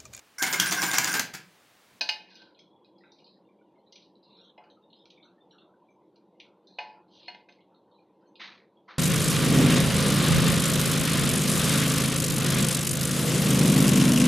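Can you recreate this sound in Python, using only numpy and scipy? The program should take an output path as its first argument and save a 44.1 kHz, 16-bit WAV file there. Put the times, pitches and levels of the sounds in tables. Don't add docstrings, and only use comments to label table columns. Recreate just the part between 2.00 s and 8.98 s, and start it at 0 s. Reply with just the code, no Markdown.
import sys
import numpy as np
from scipy import signal
from scipy.fft import rfft, irfft, next_fast_len
from scipy.io import wavfile
from scipy.ndimage import uniform_filter1d

SR = 44100
rng = np.random.default_rng(int(sys.argv[2]) if len(sys.argv) > 2 else 0)


def boost_factor(decibels):
    exponent = np.asarray(decibels, float) / 20
    return 10 ** exponent


def log_audio(samples):
    frames = np.atleast_2d(samples).T
    limited = np.clip(frames, -1, 1)
    pcm = np.round(limited * 32767).astype(np.int16)
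    wavfile.write(sys.argv[1], SR, pcm)


N = 307893


def evened(x):
    return x / np.sqrt(np.mean(x ** 2) + 1e-20)


def read(points, hz):
    f, value = np.transpose(points)
    return np.interp(np.log(hz + 1), np.log(f + 1), value)


def add(mix, s, sound):
    part = mix[round(s * SR):][:len(sound)]
    part += sound[:len(part)]


def coloured(x, points):
    size = next_fast_len(len(x) + 2048, real=True)
    gain = boost_factor(read(points, np.fft.rfftfreq(size, 1 / SR)))
    return irfft(rfft(x, size) * gain, size)[:len(x)]


# (frequency [Hz], level [dB per Hz])
HUM_COLOUR = [(30, -61), (62, -48), (80, -26), (134, -11), (254, -11), (420, -4), (545, -2), (680, -11),
              (950, -6), (1080, -10), (1250, -18.5), (2200, -24), (3800, -21), (4800, -31.5), (6500, -35.5)]
# (frequency [Hz], depth [dB])
HUM_DRIFT = [(500, 1.6), (1200, 3.2), (4000, 2.8), (5500, 1.5)]
# (frequency [Hz], width [Hz], level [dB])
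ROOM_MODES = [(199.9, 17, 6), (326.6, 61, 1)]


def hum():
    frames, hz = N // 512 + 5, np.fft.rfftfreq(2048, 1 / SR)
    a, b, patches = rng.standard_normal((frames, 1025, 3)).T
    patches = uniform_filter1d(patches, 12, 0)
    patches = evened(uniform_filter1d(patches, 6, 1))
    modes = sum(boost_factor(db) / (1 + (2 * (hz - f) / width) ** 2) for f, width, db in ROOM_MODES)
    shape = boost_factor(read(HUM_COLOUR, hz)) + modes
    drift = boost_factor(read(HUM_DRIFT, hz)[:, None] * patches)
    z = (a + 1j * b) * shape[:, None] * drift
    return boost_factor(-61.8) * evened(signal.istft(z, nperseg=2048, noverlap=1536)[1][:N])


# (frequency [Hz], level [dB])
HISS_COLOUR = [(4000, -34), (6500, 4.5), (14000, 3), (15000, -9)]


def hiss():
    mid, side = (evened(coloured(x, HISS_COLOUR)) for x in rng.standard_normal((N, 2)).T)
    return boost_factor(-98.5) * (mid + boost_factor(-2) * np.outer([1, -1], side))


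def rings(hz, db, t60, t, scatter_db):
    luck = rng.standard_normal((len(hz), 2))
    decay_db = (db + scatter_db * luck[:, 0])[:, None] - 60 * np.outer(1 / np.maximum(t60, .01), t)
    fade = np.float32(decay_db * np.log(10) / 20)
    turn = np.float32(2 * np.pi * np.outer(hz, t) + luck[:, 1:])
    x = (np.exp(fade) * np.sin(turn)).sum(0)
    return x / abs(x).max()


LOW_HZ = [600, 704, 730, 802, 858, 961, 1044]
MIDDLE_HZ = [1400, 1553, 1761, 2093, 2223, 2353, 2487, 2513, 2866, 3262, 3386]
HIGH_HZ = [3736, 3985, 4044, 4160, 4199, 4269, 4320, 4487, 4800, 4985, 5052, 5105, 5280, 5965, 6130]
# (level [dB], t60 [s])
LOW_RING = [(-0.5, 0.11), (-4.5, 0.54), (-3, 0.41), (-13.5, 0.12), (-5.5, 0.75), (-2.5, 0.45),
            (-14.5, 0.77)]
MIDDLE_RING = [(-24.5, 0.59), (-10.5, .25), (-10.5, 0.2), (-7, 0.3), (-15.5, 0.1), (-24.5, 0.085),
               (-7, 0.18), (-5.5, 0.49), (1, 0.1), (-18.5, .33), (-22, 0.78)]
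HIGH_RING = [(-14, .3), (-8, .25), (1, 0.16), (-9, 0.23), (-7, .3), (-6, .15), (-5.5, 0.22), (-9, 0.38),
             (-9, 0.13), (-6, 0.21), (-0.5, 0.056), (-8, 0.11), (-12, 0.083), (-16.5, 0.44), (-19, .2)]


def knock(db, low_db, middle_db, high_db, free):
    t = np.arange(int(.36 * SR)) / SR
    ring = np.zeros(len(t))
    for hz, modes, family_db in [(LOW_HZ, LOW_RING, low_db), (MIDDLE_HZ, MIDDLE_RING, middle_db),
                                 (HIGH_HZ, HIGH_RING, high_db)]:
        mode_db, t60 = np.transpose(modes)
        ring += boost_factor(family_db) * rings(hz, mode_db, free * t60, t, 1.8)
    ring *= .33 + .67 * np.exp(-t / .013)
    colour = [(400, low_db - 21), (800, low_db), (1250, middle_db - 15.5), (2400, middle_db),
              (5000, high_db), (6200, high_db - 15), (8500, high_db - 15), (12500, high_db - 11)]
    crack_and_clang = np.exp(-t / .006) + .22 * np.exp(-t / (.05 * free))
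    snap = coloured(rng.standard_normal(len(t)), colour) * crack_and_clang
    x = ring / abs(ring).max() + .7 * snap / abs(snap).max()
    return boost_factor(db) * x / abs(x).max() * (1 - np.exp(-t / .0005))


# (time [s], peak level [dB], low modes [dB], high modes [dB], freedom to ring [0-1])
KNOCKS = [(.0097, -10.5, -8, 7.5, 0.8), (.0155, -21.5, -5.5, 0, .7), (.0898, -7.8, -10.5, 6.5, 0.4),
          (0.418, -42.5, -2, 3.5, .6), (2.578, -41, 7.5, -22, 0.86), (2.638, -51, -28, -8, 0.87),
          (4.786, -24, -.5, -14, 1), (4.802, -30.5, 5, -18, 0.75), (5.2807, -29, -2, -10, .8),
          (5.346, -38.5, -3, -9, 0.4), (5.487, -43, -3, -8, 0.7), (5.524, -48, -14, 10, 0.05)]
# (frequency [Hz], level [dB])
BOWL_GAPS = [(1000, 0), (1200, -10), (1450, 1.5), (3000, -5), (3550, -3.5), (4000, 0), (5150, -1),
             (5600, -9.5)]


def bowl_knocks():
    out = np.zeros(N)
    for s, db, low_db, high_db, free in KNOCKS:
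        add(out, s, knock(db, low_db, 0, high_db, free))
    return coloured(out, BOWL_GAPS + [(6100, 0.00036)])


def struck(db, hz, t60):
    t = np.arange(int(np.clip(t60, .05, .6) * SR)) / SR
    return boost_factor(db - 60 * t / t60) * np.sin(2 * np.pi * hz * t) * (1 - np.exp(-t / .001))


def low_thud():
    out = np.zeros(N)
    add(out, .011, struck(-48, 280, .15))
    return out


# (time [s], peak level [dB], frequency [Hz], t60 [s])
SWEET_SPOTS = [(0.012, -22, 2513, 0.085), (.0905, -31, 2514, .15), (4.787, -46, 1556, .2),
               (4.787, -49, 1760, .2), (.011, -32, 4064, .1), (0.092, -25, 2866, 0.1),
               (.0905, -35, 2092, 0.15), (.0905, -36, 4324, 0.084), (4.786, -47.5, 2092, 0.21),
               (4.786, -38.5, 2866, 0.067), (2.578, -59, 2092, 0.12), (2.578, -67, 2866, 0.081),
               (5.2815, -44.5, 2100, .12), (5.2815, -45, 2870, 0.14), (.0905, -37.5, 5130, 0.17),
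               (.0905, -39, 859, .3), (0.0908, -46, 1759, 0.2), (4.79, -44.5, 860, .7),
               (4.79, -43, 958, .3), (4.79, -45, 705, .3), (5.282, -50, 721, .25), (5.282, -52, 965, .4),
               (1.1842, -69.5, 2513, 0.079), (1.1842, -70.5, 2866, .25), (2.578, -62, 3262, 0.095),
               (2.578, -70.5, 5105, 0.089), (2.578, -63, 2513, 0.1), (4.786, -49.5, 4320, 0.21),
               (4.786, -59, 5052, 0.28), (4.786, -86, 6130, 0.2), (5.487, -53, 2513, 0.068),
               (5.346, -46, 2093, .07), (4.786, -31, 2507, 0.089), (5.2814, -35, 4307, 0.08),
               (5.2818, -41, 2505, 0.1), (5.487, -62, 2100, 0.25), (5.49, -72, 6130, .25),
               (4.786, -66, 6130, .2), (.012, -34, 2866, .1), (.012, -40, 4800, .08),
               (.0905, -41, 4807, .12), (.5906, -67, 6130, .15), (.5906, -62, 5150, .12),
               (.5906, -54, 3290, .1), (.355, -58, 2513, .2), (.355, -60, 2866, .2), (.4, -58, 1553, .25),
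               (2.578, -64, 4044, .06), (.8465, -66, 2513, .15), (1.2, -68, 2866, .3),
               (3.585, -66, 2740, .2), (1.924, -60, 2866, .1), (1.926, -65, 2093, .1)]


def sweet_spots():
    out = np.zeros(N)
    for s, db, hz, t60 in SWEET_SPOTS:
        add(out, s, struck(db, hz, t60))
    return out


# (frequency [Hz], t60 [s])
KITCHEN_DECAY = [(500, 0.59), (2000, .4), (4000, 0.32), (7000, 0.22), (12000, .3)]


def kitchen(x):
    taps = np.zeros(SR // 2)
    at = np.arange(150, len(taps) - 20, 20)
    taps[at + rng.integers(0, 20, len(at))] = rng.choice([-1., 1.], len(at))
    hz, t, z = signal.stft(taps, SR, nperseg=256)
    decay = boost_factor(-60 * t / read(KITCHEN_DECAY, hz)[:, None])
    tail = signal.istft(z * decay, SR, nperseg=256)[1]
    return signal.fftconvolve(x, tail / np.linalg.norm(tail))[:N]


def ping(db, hz, t60):
    t = np.arange(int(np.clip(.7 * t60, .05, .6) * SR)) / SR
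    near_hz = hz + np.array([-95., -35., 0., 55.])
    near_db = np.array([-8., -4., 0., -4.])
    near_t60 = t60 * np.array([.7, 1, 1, .9])
    return boost_factor(db) * rings(near_hz, near_db, near_t60, t, 3.6) * (1 - np.exp(-t / 0.004))


def random_flickers(count=320):
    out = np.zeros(N)
    for when, pitch, size in rng.random((count, 3)):
        hz = 1150 * 4. ** pitch ** 2.3
        add(out, when * N / SR, ping(-74.5 - 1.6 * np.log(size), hz, .2))
    return out


def steel(x, db):
    hz, t = np.array(LOW_HZ + MIDDLE_HZ + HIGH_HZ), np.arange(int(.15 * SR)) / SR
    wall = np.sin(2 * np.pi * np.outer(t, hz)).sum(1) * boost_factor(-60 * t / .08)
    through = signal.fftconvolve(x, wall / np.linalg.norm(wall))[:N]
    return boost_factor(-1.5) * x + boost_factor(db) * through


def resonate(x, hz, width):
    turn = np.exp(2j * np.pi * np.cumsum(hz) / SR)
    f, t, z = signal.stft(x / turn, SR, nperseg=512, return_onesided=False)
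    w = np.interp(t * SR, np.arange(len(x)), np.maximum(width, 100))
    narrowed = z / (1 + (2 * f[:, None] / w) ** 4)
    low = signal.istft(narrowed, SR, nperseg=512, input_onesided=False)[1]
    return (low[:len(x)] * turn).real


def grit(count):
    unevenness = evened(uniform_filter1d(rng.standard_normal(count), 150))
    return rng.standard_normal(count) * boost_factor(1.9 * unevenness)


def rub(rows):
    s, *columns = np.transpose(rows)
    t = np.arange(s[0], s[-1], 1 / SR)
    db, hz, width = (np.interp(t, s, c) for c in columns)
    x = evened(resonate(grit(len(t)), hz, width))
    return s[0], boost_factor(db - 0.5) * x * signal.windows.tukey(len(t), .06)


def flick(s, length, db, hz, width, rise, fade_db, sag_hz):
    return rub([(s, db - 12.5, hz, width), (s + rise, db, hz, width),
                (s + length, db + fade_db, hz - sag_hz * length, width)])


# (time [s], length [s], level [dB],
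# centre [Hz], width [Hz])
FLICKS = [(0.36, 0.24, -56.5, 3870, 2200), (.25, .4, -64, 2400, 1500), (1.918, .05, -61, 4400, 1100),
          (5.281, .2, -57, 3200, 3200), (4.787, .22, -56, 2300, 2000), (5.487, .25, -66, 3200, 2200),
          (2.225, .12, -65, 4300, 1100), (.3, 0.6, -66, 1600, 150), (1.27, 0.11, -63, 4140, 800),
          (1.955, 0.2, -62.5, 3820, 3500), (3.221, .13, -64, 3727, 500), (3.591, .14, -63.5, 3570, 500),
          (4.397, 0.1, -55.5, 3070, 2070), (1.86, 0.091, -68.5, 3900, 600), (3.17, .17, -68, 2330, 250),
          (4.8, 0.19, -56, 4300, 2000), (0.09, .3, -61.5, 4400, 5000)]


def quick_rustles():
    out = np.zeros(N)
    for row in FLICKS:
        add(out, *flick(*row, rise=0.0082, fade_db=-23, sag_hz=600))
    return out


# (time [s], length [s], level [dB], centre [Hz], width [Hz])
DRAGS = [
    (0.284, 0.057, -59.5, 4330, 2190),
    (0.982, .14, -71.5, 3900, 553),
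    (2.23, 0.3, -62.5, 3993, 880),
    (2.246, 0.16, -75, 2630, 935),
    (2.964, 0.084, -65.5, 3620, 493),
    (3.107, 0.12, -70, 3680, 500),
    (4.687, 0.18, -64.5, 4200, 820),
    (5.077, 0.23, -59.5, 3930, 2170),
    (5.1, 0.11, -74.5, 6050, 900),
]


def finger_drags():
    out = np.zeros(N)
    shape = (0, -13), (0.37, 0), (0.92, 0), (1, -9.5)  # (part of the stroke, dB)
    sag_hz = 1570
    for s, length, db, hz, width in DRAGS:
        rows = [(s + u * length, db + d, hz - sag_hz * u * length, width) for u, d in shape]
        add(out, *rub(rows))
    return out


def tick(db, low_hz, high_hz, t60, tilt_db):
    t, luck = np.arange(int(.18 * SR)) / SR, rng.random((14, 2))
    hz = low_hz + (high_hz - low_hz) * (np.arange(14) + luck[:, 0]) / 14
    wall = np.array(MIDDLE_HZ + HIGH_HZ)
    nearest = wall[abs(hz[:, None] - wall).argmin(axis=1)]
    pulled = nearest + .1 * (hz - nearest)
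    hz = np.sort(np.where(abs(nearest - hz) < 150, pulled, hz))
    octaves = np.log2(hz / 3900)
    colour_db = tilt_db * octaves - 9 * abs(octaves)
    band = [(.93 * low_hz, -50), *zip(hz, colour_db), (1.05 * high_hz, -50)]
    spray = coloured(rng.standard_normal(len(t)), band) * boost_factor(-60 * t / (3.8 * t60))
    click = (.35 + .65 * np.exp(-t / .005)) * (1 - np.exp(-t / .0003))
    modes = rings(hz, colour_db, t60 * (.5 + luck[:, 1]), t, 5.5)
    return boost_factor(db) * (.7 * modes + .65 * spray / abs(spray).max()) * click


# (time [s], peak level [dB], ring t60 [s], tilt [dB per octave])
BANGLE_ON_BANGLE = [
    (.3052, -58, .16, 0),
    (.3436, -45, 0.087, -2),
    (.3541, -39, 0.086, -8),
    (1.1189, -44.5, 0.14, -5),
    (2.0228, -45.5, .064, -20),
    (4.6713, -47, 0.16, -13),
]
BANGLE_ON_RIM = [
    (.5906, -42, .04, -8),
    (1.924, -39, 0.06, 7),
    (1.9565, -38, 0.11, -5),
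    (3.0555, -45, 0.06, -7),
    (3.1028, -41, 0.068, -8),
    (4.1589, -51, .04, -5.5),
    (4.400, -34.5, 0.054, -11.5),
]
NAIL_IN_HOLLOW = [(.5472, -50.5, .41, 2), (2.7003, -45.5, 0.084, 2), (2.9018, -50, 0.07, 6),
                  (2.9297, -43, 0.07, 4), (3.2271, -49.5, .12, 16), (3.5089, -46, 0.16, -6),
                  (3.5833, -48.5, 0.043, -4), (5.7448, -55.5, 0.37, 19), (5.9145, -55, 0.35, 4.5),
                  (5.9399, -55.5, 0.125, 1), (5.606, -52, 0.091, -5), (2.2821, -58, .06, 0),
                  (2.329, -56, .06, 0), (2.4473, -54, .06, 0), (3.025, -62, .06, 0), (3.1392, -61, .08, 0),
                  (.401, -52, .06, 0)]
NAIL_ON_WALL = [
    (.8465, -53, 0.099, -11),
    (1.2431, -46.5, 0.25, -10),
    (2.153, -53.5, .065, -19),
    (2.2288, -52, 0.2, -18),
    (6.2088, -64.5, .11, 9),
    (.9827, -54, .12, 21),
]
RING_ON_WALL = [
    (1.185, -49, .11, 5),
    (1.2655, -48, .12, -.5),
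    (5.232, -50, .12, 1),
    (5.259, -43, .12, -2.5),
    (6.3555, -43, .12, -6),
]
KNUCKLE = [
    (1.0365, -49.5, 0.26, -12.5),
]
# (ticks, lowest [Hz], highest [Hz])
CONTACTS = [(BANGLE_ON_BANGLE, 3480, 6300), (BANGLE_ON_RIM, 2080, 6450), (NAIL_IN_HOLLOW, 2800, 4350),
            (NAIL_ON_WALL, 3760, 5270), (RING_ON_WALL, 2300, 5260), (KNUCKLE, 1200, 2700)]


def contact_ticks():
    out = np.zeros(N)
    for rows, low_hz, high_hz in CONTACTS:
        for s, db, t60, tilt_db in rows:
            add(out, s, tick(db, low_hz, high_hz, t60, tilt_db))
    return steel(out, -13)


def bangle_glint():
    out = np.zeros(N)
    add(out, .3541, tick(-39, 11500, 13800, .07, 6))
    return out


# (time [s], level [dB], length [s])
DULL_RUSTLES = [(0.363, -70, 0.27), (1.01, -71, .3), (1.37, -78.5, .15), (1.86, -80.5, .2), (2.17, -78, .15),
                (2.35, -69, 0.33), (2.58, -70, 0.3), (3.03, -68, 0.061), (3.204, -68.5, 0.48),
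                (3.501, -67.5, 0.48), (4.123, -71, 0.18), (4.422, -71.5, 0.42), (4.93, -69, .35),
                (5.596, -75, 0.074), (5.692, -70.5, .25), (5.99, -78.5, 0.26), (6.198, -72.5, .2)]


def dull_rustles():
    out = np.zeros(N)
    for s, db, length in DULL_RUSTLES:
        add(out, *flick(s, length, db, hz=1320, width=580, rise=0.036, fade_db=-16.5, sag_hz=300))
    return out


def skin_squeak():
    out = np.zeros(N)
    add(out, *flick(.55, .6, -72, hz=3380, width=190, rise=0.031, fade_db=-10, sag_hz=150))
    return out


# (time [s], peak level [dB], frequency [Hz])
PINGS = [(.7163, -64, 3430), (.8135, -66, 3343), (.9448, -68, 3360), (1.8627, -64, 3965),
         (2.8225, -57, 3700), (3.4047, -63, 3580), (6.0631, -65, 3760), (6.2572, -67.5, 4260),
         (6.766, -65.5, 3310), (.5621, -63, 2480), (.8464, -65.5, 2523), (1.0051, -62, 1900),
         (1.4865, -65.5, 2325), (2.385, -67, 2516), (2.9272, -71.5, 2014), (3.1767, -63.5, 2336),
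         (3.5853, -67, 2730), (3.8851, -65, 2340), (4.6872, -69, 2460), (5.5822, -62, 2146),
         (5.9794, -70, 2430), (6.115, -81, 2980), (.5896, -66, 5400), (2.7018, -73, 6130),
         (2.9846, -73, 5120), (3.2435, -71, 6050), (3.5099, -70.5, 5660), (3.903, -75, 6230),
         (6.2726, -74.5, 6200), (1.38, -66, 1450), (1.445, -71, 2800), (1.46, -70, 3600),
         (1.585, -70, 2300), (1.608, -68, 1480), (1.62, -70, 3550), (1.665, -72, 2800), (1.745, -70, 3650),
         (1.775, -71, 2100), (1.782, -69, 4200), (1.85, -71, 1900), (2.225, -74, 2100), (2.245, -70, 2800),
         (2.37, -72, 5350), (2.41, -72, 5600), (2.445, -76, 6200), (2.41, -67, 2830), (2.375, -66, 1480),
         (2.762, -66, 1300), (2.95, -73, 4900), (2.89, -69, 2870), (3.172, -67, 1900), (3.23, -68, 4400),
         (3.372, -69, 1800), (3.495, -70, 2250), (3.525, -64, 1520), (3.735, -68, 1500), (3.5, -70, 4400),
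         (5.2, -66, 1900), (5.2, -68, 1550), (5.13, -68, 2900)]


def faint_pings():
    out = np.zeros(N)
    for s, db, hz in PINGS:
        add(out, s, boost_factor(2.5) * ping(db, hz, .14))
    return out


# (frequency [Hz], level [dB per Hz])
SCRAPE_COLOUR = [(290, -41), (500, -15), (632, -19.5), (726, -11.5), (1280, -7), (1420, -9), (2060, 0),
                 (2870, -7.5), (3990, -4), (5800, -22), (7400, -28), (8290, -61), (14000, -120)]


def scrape(rows):
    s, *columns = np.transpose(rows)
    t = np.arange(s[0], s[-1], 1 / SR)
    db, tilt = (np.interp(t, s, c) for c in columns)
    x = coloured(grit(len(t)), SCRAPE_COLOUR)
    dull = coloured(x, [(1500, 3), (2600, -34)])
    blend = boost_factor(-tilt) * dull + boost_factor(tilt) * (x - dull)
    return s[0], boost_factor(db) * blend / np.std(x) * signal.windows.tukey(len(t), .04)


# (time [s], peak level [dB], tilt from dull to bright [dB], length [s])
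SCRAPES = [
    (6.392, -42.5, 0.5, .306),
    (6.876, -49.5, -4.5, .25),
]


def counter_scrapes():
    out = np.zeros(N)
    bite_s, swell_s, fade_db_per_s = 0.007, 0.03, 124.5
    top = bite_s + swell_s
    for s, db, tilt, length in SCRAPES:
        add(out, *scrape([(s, db - 25, tilt), (s + bite_s, db - 2, tilt - 1.5), (s + top, db, tilt),
                          (s + length, db - fade_db_per_s * (length - top), tilt - 4)]))
    return out


def scene():
    bowl = bowl_knocks()
    bangles = contact_ticks() + faint_pings() + sweet_spots() + bangle_glint()
    blows = bowl + bangles + kitchen(boost_factor(-7.0) * bowl + boost_factor(-9.0) * bangles)
    rubs = quick_rustles() + skin_squeak() + finger_drags() + dull_rustles()
    friction = steel(rubs, -14) + counter_scrapes()
    room = hum() + random_flickers() + low_thud()
    near = coloured(blows + friction, [(150, -41), (450, 1)])
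    mono = near + coloured(room, [(30, -3), (62, -7), (80, 0)])
    return np.array([mono, mono])


# (frequency [Hz], level [dB])
MIC_COLOUR = [(5500, 0), (6400, 0.5), (6900, -16), (9000, -19.5), (12000, -25.5), (13800, -27),
              (14400, -60.5)]


def microphone(x):
    return coloured(x, MIC_COLOUR)


# (frequency [Hz], level [dB])
SHUT_DEPTH = [(950, 0), (1200, -10), (1700, -13), (3000, -11), (6500, -11)]


def noise_suppressor(x):
    hz, t, z = signal.stft(x, SR, nperseg=512, noverlap=384)
    power = uniform_filter1d(abs(z) ** 2, size=3, axis=0)
    power = uniform_filter1d(power, size=7, axis=1, origin=2) + 1e-24
    over_db = 10 * np.log10(power / np.percentile(power, 30, axis=1, keepdims=True))
    fall = 120.0 * t
    held_db = np.maximum.accumulate(np.minimum(over_db, 16.) + fall, axis=1) - fall
    shut = 1 / (1 + np.exp((held_db - 7.5) / 1.4))
    learnt_db = np.outer(hz > 7000, -22. 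* (1 - np.exp(-(t / .55) ** 3)))
    gain = boost_factor(shut * read(SHUT_DEPTH, hz)[:, None] + learnt_db)
    return signal.istft(z * gain, SR, nperseg=512, noverlap=384)[1][:N]


def low_pass(x):
    return signal.sosfilt(signal.butter(12, 14300, fs=SR, output="sos"), x)


def record(dry):
    mono = noise_suppressor(microphone(dry[0]))
    mix = mono + hiss()
    return low_pass(mix)


dry = scene()
out = record(dry)
log_audio(out)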